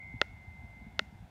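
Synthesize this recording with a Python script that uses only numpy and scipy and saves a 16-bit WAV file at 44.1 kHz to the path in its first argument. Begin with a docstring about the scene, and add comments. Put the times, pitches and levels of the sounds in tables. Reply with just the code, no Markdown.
"""A faint metallic ringing and a tiny tick, then a small switch clicks twice, close by in a quiet room.
Each click is a bright spring snap and, just after it, a duller seating contact that rings the housing.
A nearby surface and a faint room tail return the clicks. The ringing, two close high tones, beats and
fades over a few soft low bumps, room rumble and ventilation hiss."""
import sys
import numpy as np
from scipy import signal
from scipy.fft import rfft, irfft, next_fast_len
from scipy.io import wavfile
from scipy.ndimage import map_coordinates

SR = 44100
rng = np.random.default_rng(int(sys.argv[2]) if len(sys.argv) > 2 else 0)


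def transcribe(u):
    """Save the signal u as a 16-bit wav file named by the first command-line argument.

    u: samples, shape (n,) or (channels, n), limited to [-1, 1]; the rate is SR.
    q: integer samples, one column per channel.
    """
    v = np.clip(np.atleast_2d(u).T, -1, 1)
    q = np.round(v * 32767).astype(np.int16)
    wavfile.write(sys.argv[1], SR, q)


N = 57330

# clicks (time [s], level [dB], tilt [dB/octave], snap-to-seat delay [s])
CLICKS = [(0.2153, -1.68, -.5, 0.00135), (0.9931, -5, 1.16, 0.001316)]
# spring snap spectrum (frequency [Hz], level [dB])
SNAP_SPECTRUM = [(50, -24), (150, -11.5), (500, 10), (1100, 6), (2000, 9.5), (3600, 12.5), (5200, 1),
                 (7000, -11), (8100, -43.5), (8750, -19.5), (9500, -30), (11200, -30.5), (11950, -19.5),
                 (12800, -29.5), (16000, -27)]
# seating contact spectrum (frequency [Hz], level [dB])
SEAT_SPECTRUM = [(300, -9.5), (900, -4.5), (1450, 17), (2200, 7), (3000, -10), (5000, -21.5), (9000, -49),
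                 (16000, -38.5)]
# housing modes (frequency [Hz], level [dB], T60 [s])
HOUSING_MODES = [(410, -35, 0.031), (611, -27.5, 0.023), (964, -39, 0.027), (1410, -23.5, 0.019),
                 (1874, -20, 0.012), (2540, -28.5, 0.012)]


def switch(housing_rise_s=0.00003, bass_lag_s=0.000952, lag_corner_hz=681, size=4096):
    """The spring snaps over, then the rocker seats and rings the housing, which answers later in the bass."""
    out, t, hz = np.zeros(N), np.arange(size) / SR, np.fft.rfftfreq(size, 1 / SR)
    housing = sum(amp(db - 60 * t / t60_s) * np.sin(2 * np.pi * mode_hz * t)
                  for mode_hz, db, t60_s in HOUSING_MODES)
    housing *= 1 - np.exp(-t / housing_rise_s)
    snap = causal(amp(along(SNAP_SPECTRUM, hz)))
    seat = causal(amp(along(SEAT_SPECTRUM, hz))) + rfft(housing)
    bass_lag = np.exp(-2j * np.pi * bass_lag_s * lag_corner_hz * np.arctan(hz / lag_corner_hz))
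    octaves = np.log2(np.clip(hz, 500, 8000) / 2000)
    for start_s, db, tilt_db_per_octave, seat_delay_s in CLICKS:
        delayed_seat = seat * np.exp(-2j * np.pi * hz * seat_delay_s)
        tilted_gain = causal(amp(db + tilt_db_per_octave * octaves))
        click = irfft((snap + delayed_seat) * bass_lag * tilted_gain)
        add(out, start_s, click[:size // 2])
    return out


def near_wall(x, delay_s=0.0037, gain_db=-25, corner_hz=2500):
    """One weak, dull reflection off a nearby surface."""
    echo = filtered(x, lambda hz: np.exp(-2j * np.pi * hz * delay_s) / (1 + 1j * hz / corner_hz))
    return amp(gain_db) * echo


# room decay (frequency [Hz], T60 [s])
ROOM_DECAY = [(200, 0.46), (2000, 0.58), (8000, 0.32)]
# room tail colour (frequency [Hz], gain [dB])
ROOM_COLOUR = [(200, -2), (1400, -4.5), (2500, -2.5), (4000, -7.5), (6000, 5), (8000, 18.5), (15000, 12.5)]


def room(x):
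    """Diffuse reflections: a bright tail of decaying noise."""
    hz, t, bands = signal.stft(rng.standard_normal(SR // 2), SR, nperseg=256)
    decay = amp(-60 * t / along(ROOM_DECAY, hz)[:, None])
    tail = signal.istft(bands * decay, SR, nperseg=256)[1]
    reverb = signal.fftconvolve(x, tail / np.linalg.norm(tail))[:N]
    return filtered(reverb, lambda hz: amp(along(ROOM_COLOUR, hz)))


# ringing tones, lower then upper (frequency [Hz])
TONES_HZ = [2077.3, 2174]
# ringing envelopes (time [s], lower tone level [dB], upper tone level [dB])
RING_LEVELS = [(0, -50, -53.5), (.13, -52, -58), (.23, -56, -63), (.3, -66, -59.5), (.37, -59.5, -67.5),
               (.46, -57.5, -73.5), (.58, -56.5, -71.5), (.68, -59.5, -73), (.77, -56.5, -71),
               (.86, -60.5, -67), (.93, -70, -71), (1.01, -60.5, -70), (1.1, -70, -81), (1.19, -69.5, -93),
               (1.3, -109, -92)]


def ringing(waver_rad=0.22):
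    """Two close high tones beat, swell and fade, wavering slightly in phase."""
    out, t = np.zeros(N), np.arange(N) / SR
    times_s, *levels_db = np.transpose(RING_LEVELS)
    for hz, db in zip(TONES_HZ, levels_db):
        phase = 2 * np.pi * (hz * t + rng.random()) + waver_rad * wobble(11)
        out += amp(np.interp(t, times_s, db)) * np.sqrt(2) * np.sin(phase)
    return out


def tick(start_s=0.029, db=-50, hz=2390, t60_s=0.025):
    """One tiny, quickly damped tap."""
    out, t = np.zeros(N), np.arange(SR // 10) / SR
    envelope = amp(db - 60 * t / t60_s) * (1 - np.exp(-t * hz / 2))
    add(out, start_s, envelope * np.sin(2 * np.pi * hz * t))
    return out


# low bumps (time [s], level [dB], pitch [Hz])
BUMPS = [(0.139, -40, 238.3), (.143, -36, 102.7), (0.16, -38.5, 104), (0.226, -55, 57.6),
         (0.309, -46.5, 69), (0.478, -39.5, 85.6), (0.635, -46.5, 218), (0.643, -42, 69),
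         (0.764, -48.5, 204), (0.816, -44.5, 203), (0.865, -42.5, 210), (.875, -41.5, 57), (.985, -42, 65),
         (1.014, -43, 203), (1.125, -47, 200), (1.15, -43.5, 60), (1.224, -43.5, 165), (1.24, -43, 61.4)]


def bumps(rise_s=0.0019, t60_s=0.063):
    """Soft knocks, each a few cycles of one low resonance."""
    out, t = np.zeros(N), np.arange(SR // 5) / SR
    envelope = (1 - np.exp(-t / rise_s)) * amp(-60 * t / t60_s)
    envelope /= envelope.max()
    for start_s, db, hz in BUMPS:
        add(out, start_s, amp(db) * envelope * np.sin(2 * np.pi * hz * t))
    return out


# room rumble spectrum (frequency [Hz], relative level [dB])
RUMBLE_SPECTRUM = [(20, -19), (35, -6), (55, 2), (100, 0), (140, -6), (210, -8.5), (290, -19.5),
                   (420, -31.5), (900, -79)]


def rumble(db=-54, swing_db=2):
    """Low room noise, uneven in level."""
    return amp(db + swing_db * wobble(15.7)) * noise(RUMBLE_SPECTRUM)


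# ventilation spectrum (frequency [Hz], relative level [dB])
VENT_SPECTRUM = [(100, 0.5), (330, -1.5), (450, -8.5), (600, -4), (740, 4), (950, 0.5), (1120, -12),
                 (1400, -9), (1530, -5.5), (1680, -9), (2600, -13), (3250, -18.5), (3480, -13),
                 (3700, -17.5), (5000, -22.5), (9000, -27.5), (15500, -32), (16200, -59.5)]


def ventilation(db=-62.5, swing_db=0.6):
    """A nearly steady rush of air."""
    return amp(db - swing_db * wobble(5.7)) * noise(VENT_SPECTRUM)


def amp(db):
    """Decibels to gain."""
    return 10 ** (np.asarray(db) / 20)


def along(points, hz):
    """Interpolate (frequency [Hz], value) points on a log frequency axis."""
    points_hz, values = np.transpose(points)
    return np.interp(np.log(hz + 1), np.log(points_hz + 1), values)


def filtered(x, response):
    """Apply the frequency response response(hz) to x."""
    size = next_fast_len(N + SR // 2)
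    return irfft(rfft(x, size) * response(np.fft.rfftfreq(size, 1 / SR)), size)[:N]


def wobble(rate_hz):
    """Smooth random curve, rate_hz knots a second."""
    knots = rng.standard_normal(int(N * rate_hz / SR) + 4)
    return map_coordinates(knots, [np.arange(N) * rate_hz / SR])


def noise(spectrum):
    """Coloured noise, rms 1."""
    x = filtered(rng.standard_normal(N), lambda hz: amp(along(spectrum, hz)))
    return x / np.sqrt(np.mean(x ** 2) + 1e-20)


def causal(gain):
    """Minimum-phase response: the most abrupt onset for this gain."""
    cepstrum = irfft(np.log(np.maximum(gain, 1e-6)))
    half = len(cepstrum) // 2
    return np.exp(rfft(np.concatenate([cepstrum[:1], 2 * cepstrum[1:half], np.zeros(half)])))


def add(track, start_s, sound):
    """Mix sound into track at start_s."""
    part = track[round(start_s * SR):][:len(sound)]
    part += sound[:len(part)]


def scene(room_gain_db=-30):
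    """The close switch and its reflections over the quiet background, mono."""
    clicks = switch()
    reflections = near_wall(clicks) + amp(room_gain_db) * room(clicks)
    return (clicks + reflections + bumps() + ringing() + tick() + rumble() + ventilation())[None]


def record(dry, low_cut_hz=42.3, top_hz=16500):
    """Microphone bass roll-off and a steep upper band limit."""
    def passband(hz):
        low_cut = hz ** 4 / np.sqrt(hz ** 8 + low_cut_hz ** 8)
        return low_cut / (1 + (hz / top_hz) ** 80)
    return np.array([filtered(channel, passband) for channel in dry])


dry = scene()
out = record(dry)
transcribe(out)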